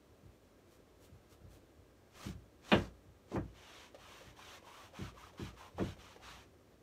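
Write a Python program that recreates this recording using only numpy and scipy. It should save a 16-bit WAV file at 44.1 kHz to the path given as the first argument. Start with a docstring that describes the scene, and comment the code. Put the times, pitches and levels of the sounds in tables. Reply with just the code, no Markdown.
"""In a quiet studio, a painter pushes on a large stretched canvas, which booms like a slack drum.
A brush flicks lightly over the wet paint, then a wad of cloth lands with a few quick wipes.
The hardest pushes make the wooden frame knock. The wad then scrubs up and down, hissing and
rasping over the weave, fizzing on tacky paint and catching at the turns, until the hand lifts off."""
import sys
import numpy as np
from scipy import signal
from scipy.fft import rfft, irfft, next_fast_len
from scipy.io import wavfile

SR = 44100
rng = np.random.default_rng(int(sys.argv[2]) if len(sys.argv) > 2 else 0)


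def digitize_waveform(pressure):
    """Quantize a signal to 16-bit integers and store it at the path in sys.argv[1].

    Rows of a 2-D input are taken as channels; values are limited to [-1, 1].
    """
    field = np.atleast_2d(pressure).T
    bounded = np.clip(field, -1, 1)
    quanta = np.round(bounded * 32767).astype(np.int16)
    wavfile.write(sys.argv[1], SR, quanta)


N = 300762
TIME = np.arange(N) / SR

# Levels in the tables are relative. A decay is the time a sound takes to fade by 60 dB.
# tone of the room's rush: f/Hz, level/dB
AIR_TONE = [(15, -54.5), (25, -29.5), (48, -4), (104, -1.5), (144, -10.5), (368, -5.5), (457, -9),
            (566, -9.5), (648, -13.5), (895, -20), (996, -19), (1410, -19.5), (2170, -24), (6210, -35),
            (15500, -35.5)]
# pushes on the canvas: t/s, level/dB, hardness as treble cutoff/Hz, follow-through/dB
CANVAS_PUSHES = [(.229, -19, 130, -14), (1.096, -20, 130, -14), (1.415, -17, 130, -12),
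                 (1.504, -26, 88.5, 0), (1.759, -23, 97, -5), (2.235, -10, 134, -2), (2.265, -8, 273, -11),
                 (2.328, -14.5, 112, -19), (2.7295, 7, 845, -9.5), (2.748, -4, 700, -11.5),
                 (3.054, -22.5, 152, -16), (3.317, -12, 495, -10), (3.3464, -2.5, 404, -14),
                 (3.366, -8.5, 560, -25), (3.396, -16.5, 293, -2), (4.246, -22, 158, -25),
                 (4.990, -8, 297, -4), (5.396, -7.5, 313, -6.5), (5.8006, -1.5, 600, -20),
                 (5.841, -12, 230, -16)]
# notes the canvas rings at: f/Hz, level/dB, decay/s
CANVAS_NOTES = [(58, -8, .45), (88, -2, .27), (104, -6, .2), (122, -3, .23), (148, -6, .26), (167, -4, .2),
                (190, 2, .21), (213, -8, .17), (262, -9, .17), (288, -5, .18), (322, 0, .17), (349, 2, .2),
                (403, -7, .16), (439, -2, .19), (502, -2, .19), (544, -2, .19), (636, -3, .18),
                (704, -2, .2), (803, -1, .2), (945, -7, .19), (1038, -2, .2)]
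# tone of the noisy part of a boom: f/Hz, level/dB
BOOM_TONE = [(40, -16), (100, -28), (200, 4.5), (350, -4.5), (520, -4), (900, -1.5), (2000, 6), (8000, -18)]
# how well the canvas passes sound to the air: f/Hz, level/dB
CANVAS_TO_AIR = [(25, -12), (45, 2), (60, 5), (90, 6), (130, 8.5), (165, 2.5), (200, -2), (250, -1.5),
                 (325, -0.5), (420, -2), (520, -6.5), (800, -11.5), (1500, -3.5)]
# light flicks of the brush: t/s, length/s, level/dB, peak position/share of length
BRUSH_FLICKS = [(0.696, 0.078, -70.5, .53), (1.011, .062, -65.5, 0.61), (1.305, 0.042, -65.5, 0.6),
                (1.502, 0.078, -68.5, 0.48)]
# tone of the bristles, also used for the snap at each knock: f/Hz, level/dB
BRUSH_TONE = [(300, 5), (1500, 0), (3500, -3.5), (6000, -8.5), (9000, -7), (12500, -7), (15500, -9)]
# quick wipes of the wad: t/s, length/s, level/dB, peak position/share of length, fizz/dB
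CLOTH_WIPES = [(2.145, 0.17, -59, 0.72, -2.5), (2.648, 0.23, -58, 0.37, -7), (3.309, .058, -62, 0.75, -9)]
# tone of a wipe: f/Hz, level/dB
WIPE_TONE = [(200, -4), (600, -3.5), (900, -3), (1130, -0.5), (1500, -3), (3000, -5.5), (4500, -10),
             (5400, -12), (7500, -16), (9500, -21), (12500, -28), (15500, -37)]
# tone of tacky paint: f/Hz, level/dB
FIZZ_TONE = [(2000, -22), (6000, -5), (9000, -1), (12000, -1.5), (15500, -2.5)]
# knocks of the frame: t/s, level/dB, hardness as treble cutoff/Hz
FRAME_KNOCKS = [(2.717, 1.5, 4100), (2.74, -10, 3220), (3.318, -18, 1180), (3.357, -11.5, 1680),
                (5.782, -15, 1180), (5.7918, -16, 1840)]
# notes the frame rings at: f/Hz, level/dB, decay/s
FRAME_NOTES = [(704, -9, .2), (803, -7, .2), (945, -13, .2), (1038, -8, .21), (1190, -14, .18),
               (1305, -14, .18), (1375, -13, .18), (1428, -10, .2), (1606, -9, .24), (1660, -12, .18),
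               (1838, -8, .18), (1935, -11, .16), (2405, -4, .11), (2454, -2, .16), (2743, -7, .17),
               (2835, -8, .18), (3020, -11, .15), (3080, -8, .11), (3340, -9, .11), (3600, -11, .12)]
# tone of the noisy part of a knock: f/Hz, level/dB
KNOCK_TONE = [(60, -25), (180, -5.5), (330, 3.5), (500, 4), (700, 1.5), (1400, -6), (1850, -1),
              (2150, -5.5), (2480, -3), (3300, -7.5), (4200, -15), (5500, -42), (15000, -56)]
# scrubbing strokes: t/s, length/s, level/dB, peak position/share of length, rasp/dB, murmur/dB, fizz/dB
SCRUB_STROKES = [(3.548, 0.34, -61.5, 0.68, -2.5, -26, -30), (3.984, 0.34, -63, 0.49, 2.5, -9, -9),
                 (4.367, 0.22, -59.5, 0.84, 3, -31, -11), (4.647, 0.24, -63.5, 0.59, 7, -18, -6),
                 (4.946, 0.16, -60, 0.58, 7.5, -18, -12), (5.167, 0.14, -65, 0.25, 4.5, -3, -7),
                 (5.378, 0.13, -59.5, .45, 7.5, -19, -13), (5.572, 0.12, -64.5, 0.19, 5.5, -11, -6.5),
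                 (5.774, 0.16, -59.5, 0.6, 1, 8.5, -15), (5.987, 0.18, -64, 0.2, 1, -3, -15),
                 (6.225, 0.12, -59, 0.68, 9, -5, -22), (6.346, 0.1, -64.5, 0.17, -15, -3.5, -14)]
# tone of the scrubbing cloth: f/Hz, level/dB
SCRUB_TONE = [(200, -14), (500, 0), (1100, 0.5), (1600, 3), (3100, 1), (4000, -4.5), (4900, -9), (6100, -9),
              (7500, -14), (9700, -16), (11000, -18.5), (14000, -18), (15500, -34)]
# the wad sticks and lets go: t/s, level/dB, f/Hz
CLOTH_CATCHES = [(3.945, -49, 529), (4.207, -53.5, 510), (4.39, -51.5, 1033), (4.622, -55.5, 486),
                 (4.932, -55.5, 546), (5.143, -57, 537), (5.333, -57, 527), (5.536, -59, 502),
                 (5.967, -57.5, 544), (6.162, -53, 480), (6.201, -61, 770), (6.671, -68, 700)]
# how long the studio echoes: f/Hz, decay/s
STUDIO_DECAY = [(80, 0.74), (300, 0.16), (1000, 0.21), (4000, 0.079), (12000, 0.11)]
# small bumps and dips in the microphone's tone: f/Hz, level/dB
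MICROPHONE_TONE = [(1250, 0), (1450, -3.5), (1620, -2.5), (1850, -2.5), (4300, 1), (4950, 0), (5600, 3.5),
                   (7000, 2), (9700, -1.5), (10200, -5.5), (11200, -2.5)]

CREEP_DB = -80.5  # between strokes the wad stays on the canvas and creeps


def amp(db):
    """Turns decibels into a gain to multiply by."""
    return 10 ** (np.asarray(db) / 20)


def unit(x):
    """Scales a sound to an average (rms) size of 1."""
    return x / np.sqrt(np.mean(x ** 2) + 1e-20)


def read(points, hz):
    """Looks up a frequency in a table, blending between rows on a log scale."""
    f, value = np.transpose(points)
    return np.interp(np.log(hz + 1), np.log(f), value)


def add(mix, start, sound):
    """Mixes a sound in at a start time in seconds."""
    part = mix[max(round(start * SR), 0):][:len(sound)]
    part += sound[:len(part)]


def colour(x, tone):
    """Filters a sound by a tone table, with no ringing ahead of the sound."""
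    log_gain = np.log(amp(read(tone, abs(np.fft.fftfreq(4096, 1 / SR)))))
    taps = np.fft.ifft(np.exp(np.conj(signal.hilbert(log_gain)))).real
    return signal.oaconvolve(x, taps[:len(taps) // 2])[:len(x)]


def soften(x, hz, order):
    """Turns down the treble above hz, as a softer contact does."""
    return signal.sosfilt(signal.butter(order, min(hz, SR / 3), fs=SR, output="sos"), x)


def cut_bass(x, hz, order):
    """Turns down the bass below hz."""
    return signal.sosfilt(signal.butter(order, hz, "high", fs=SR, output="sos"), x)


def wander(hz):
    """A random wobble of average size 1, no faster than hz."""
    size = next_fast_len(N, True)
    slow = np.fft.rfftfreq(size, 1 / SR) < hz
    return unit(irfft(rfft(rng.standard_normal(size)) * slow, size)[:N])


def resonate(x, hz, width_hz):
    """Keeps a band of sound around a pitch that may move."""
    turn = np.exp(2j * np.pi * np.cumsum(hz) / SR)
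    feedback = np.exp(-np.pi * width_hz / SR)
    return 2 * (turn * signal.lfilter([1 - feedback], [1, -feedback], x / turn)).real


def ring(notes, swell_cycles):
    """Half a second of fading notes; each takes time to build, and the bass takes longest."""
    t = TIME[:SR // 2]
    hz, db, decay = np.transpose(notes)[:, :, None]
    out_of_step = np.arange(len(notes))[:, None] ** 2 / (np.pi * len(notes))
    envelope = amp(-60 * t / decay) * (1 - np.exp(-hz * t / swell_cycles))
    return (amp(db) * envelope * np.sin(2 * np.pi * (hz * t + out_of_step))).sum(0)


def burst(tone, decay_s):
    """Half a second of fading noise, like many crowded notes blurring together."""
    t = TIME[:SR // 2]
    return unit(colour(rng.standard_normal(len(t)), tone)) * amp(-60 * t / decay_s)


def friction(tone, slips_per_s, spread_db, flutter_db):
    """Fibres snap over the threads: a dense run of tiny uneven slips."""
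    size = amp(spread_db * np.minimum(rng.exponential(1, N), 4)) * rng.standard_normal(N)
    slips = size * (rng.random(N) < slips_per_s / SR)
    return unit(colour(slips, tone) * amp(flutter_db * wander(hz=56.5)))


def stroke(start, length, peak, rise_s, fall_s, sag_db_per_s):
    """Loudness of one move: the hand speeds up, presses hardest at the peak, then brakes."""
    t = TIME - start
    ease_in = (1 + np.tanh(t / (2 * rise_s))) / 2
    ease_out = (1 + np.tanh((length - t) / (2 * fall_s))) / 2
    return ease_in * ease_out * amp(-sag_db_per_s * abs(t - peak * length))


def room_air():
    """The room has a steady low rush and a faint whine."""
    rush = unit(colour(rng.standard_normal(N), AIR_TONE)) * amp(0.39 * wander(hz=16))
    whine = unit(resonate(rng.standard_normal(N), hz=np.full(N, 1610), width_hz=8))
    return amp(-64) * rush + amp(-86.5) * whine


def contacts(follow_s=0.029, follow_hardness=0.65):
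    """Every push lands twice: first the tool, then, more softly, the weight of the hand."""
    for start, db, hz, follow_db in CANVAS_PUSHES:
        yield start, db, hz
        yield start + follow_s, db + follow_db, hz * follow_hardness


def canvas_booms(round_trip_s=0.0101):
    """A push rings the canvas, and its first wave runs back and forth between the frame's bars."""
    out, notes = np.zeros(N), ring(CANVAS_NOTES, swell_cycles=0.64)
    bounces = np.zeros(len(notes))
    for trip in range(6):
        add(bounces, trip * round_trip_s, np.array([0.69 ** trip]))
    wave = cut_bass(bounces, hz=130, order=2)
    for start, db, hz in contacts():
        boom = amp(-33) * notes + amp(10) * wave + amp(-21) * burst(BOOM_TONE, decay_s=0.27)
        # a brief, hard contact has no time to move the whole sheet, so it gives less bass
        boom = cut_bass(boom, 0.19 * hz, order=1)
        add(out, start, amp(db) * soften(boom, hz, order=3))
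    return colour(out, CANVAS_TO_AIR)


def studio_echo(x):
    """Sound bounces around the studio, each band of pitch fading at its own speed."""
    hz, t, bands = signal.stft(rng.standard_normal(SR), SR, nperseg=256)
    fade = amp(-60 * t / read(STUDIO_DECAY, hz)[:, None])
    tail = signal.istft(bands * fade, SR)[1][:SR]
    tail *= TIME[:SR] > 0.006  # silence until the first bounce
    return signal.oaconvolve(x, tail / np.linalg.norm(tail))[:N]


def brush_flicks():
    """Bristles whisper over wet paint."""
    gain = sum(amp(db) * stroke(start, length, peak, rise_s=0.013, fall_s=0.011, sag_db_per_s=72)
               for start, length, db, peak in BRUSH_FLICKS)
    return amp(3.5) * gain * friction(BRUSH_TONE, slips_per_s=8300, spread_db=1, flutter_db=0)


def arm_reflection(x):
    """A bounce off the moving arm tints the rubbing; its delay drifts at random."""
    delay_s = 0.001607 * np.exp(0.171 * wander(hz=3))
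    return x + 0.2 * np.interp(TIME - delay_s, TIME, x)


def cloth_wipes():
    """The wad skims the canvas fast as it lands, fizzing where the paint is tacky."""
    hiss = amp(7.5) * friction(WIPE_TONE, slips_per_s=18000, spread_db=1, flutter_db=1)
    out, fizz = np.zeros(N), paint_fizz()
    for start, length, db, peak, fizz_db in CLOTH_WIPES:
        shape = stroke(start, length, peak, rise_s=0.018, fall_s=0.017, sag_db_per_s=64)
        out += amp(db) * shape * (hiss + amp(fizz_db) * fizz)
    return out


def paint_fizz():
    """Tacky paint peels from the cloth with a fine, smooth fizz."""
    return friction(FIZZ_TONE, slips_per_s=20000, spread_db=1, flutter_db=0.5)


def frame_knocks():
    """Wood meets its support with a dry clack, and a thin bright snap comes with each knock."""
    out, notes = np.zeros(N), ring(FRAME_NOTES, swell_cycles=0.86)
    for start, db, hz in FRAME_KNOCKS:
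        clack = amp(-29.5) * notes + amp(-23) * burst(KNOCK_TONE, decay_s=0.15)
        snap = amp(-50.5) * burst(BRUSH_TONE, decay_s=0.1)
        add(out, start, amp(db) * (soften(clack, hz, order=4) + snap))
    return out


def scrubbing_hand(grip_db_per_s=-16):
    """The strokes set four curves: hand speed, drag on the weave, canvas stirring and paint tackiness."""
    speed, drag, stir, tack = np.zeros((4, N))
    for start, length, db, peak, rasp_db, murmur_db, fizz_db in SCRUB_STROKES:
        shape = stroke(start, length, peak, rise_s=0.0077, fall_s=0.011, sag_db_per_s=27)
        speed += amp(db) * shape
        # the weave grips most at the start of a stroke
        drag += amp(rasp_db + grip_db_per_s * np.clip(TIME - start, 0, length)) * shape ** 0.72
        stir += amp(db + murmur_db) * shape ** 0.32
        tack += amp(db + fizz_db) * shape
    touching = np.interp(TIME, [3.35, 3.45, 6.42, 6.52], [0, 1, 1, 0])
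    return np.hypot(speed, amp(CREEP_DB) * touching), drag, stir, tack


def cloth_hiss(speed):
    """The scrubbing cloth hisses louder as the hand goes faster."""
    return amp(4.5) * speed * friction(SCRUB_TONE, slips_per_s=20000, spread_db=0.5, flutter_db=0)


def weave_rasp(speed, drag, base_hz=1095, base_speed_db=-63, octaves_per_db=0.04):
    """The weave sings higher as the hand goes faster; fast strokes bring up an overtone."""
    def pitched_noise(hz, width_hz):
        once = resonate(rng.standard_normal(N), hz, width_hz)
        return unit(resonate(once, hz, width_hz))

    speed_db = 20 * np.log10(np.maximum(speed, amp(CREEP_DB)))
    pitch = base_hz * 2 ** (octaves_per_db * (speed_db - base_speed_db))
    pitch *= np.exp(0.088 * wander(hz=21.5))
    rasp = amp(-64.5) * drag * pitched_noise(pitch, width_hz=560)
    overtone = amp(-7) * speed ** 2 / speed.max() * pitched_noise(3 * pitch, width_hz=900)
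    uneven_grip = amp(2.3 * wander(hz=36))
    return uneven_grip * (rasp + overtone)


def canvas_murmur(stir):
    """Uneven drag keeps the lowest notes of the canvas stirring."""
    drone = signal.oaconvolve(rng.standard_normal(N), ring(CANVAS_NOTES, swell_cycles=0.74))[:N]
    return stir * unit(soften(drone, hz=122, order=3))


def cloth_catches(rise_s=0.00092, decay_s=0.069):
    """The wad sticks as the hand turns, then lets go with a short hollow pluck."""
    out, t = np.zeros(N), TIME[:SR // 4]
    envelope = (1 - np.exp(-t / rise_s)) * amp(-60 * t / decay_s)
    for start, db, hz in CLOTH_CATCHES:
        hollow = unit(resonate(rng.standard_normal(len(t)), np.full(len(t), hz), width_hz=130))
        pluck = (np.sin(2 * np.pi * hz * t) + hollow) * envelope
        tick = soften(burst(SCRUB_TONE, decay_s=0.17)[:len(t)], hz=5000, order=1)
        add(out, start, amp(db) * (pluck + amp(-11) * tick))
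    return out


def scene():
    """Mixes the rubbing, the canvas and its frame with the studio's echo and air."""
    speed, drag, stir, tack = scrubbing_hand()
    rubbing = brush_flicks() + cloth_wipes() + cloth_hiss(speed) + weave_rasp(speed, drag)
    rubbing += amp(-1) * tack * paint_fizz() + cloth_catches()
    rubbing = arm_reflection(rubbing)
    body = canvas_booms() + frame_knocks() + canvas_murmur(stir)
    echo = studio_echo(amp(-11.5) * rubbing + amp(-24) * body)
    return (rubbing + body + echo + room_air())[None]


def record(dry):
    """The microphone tints the sound, and the very highest treble is cut off."""
    treble_cut = signal.firwin(511, cutoff=15650, window=("kaiser", 9), fs=SR)
    return signal.oaconvolve(colour(dry[0], MICROPHONE_TONE), treble_cut, "same")[None]


dry = scene()
out = record(dry)
digitize_waveform(out)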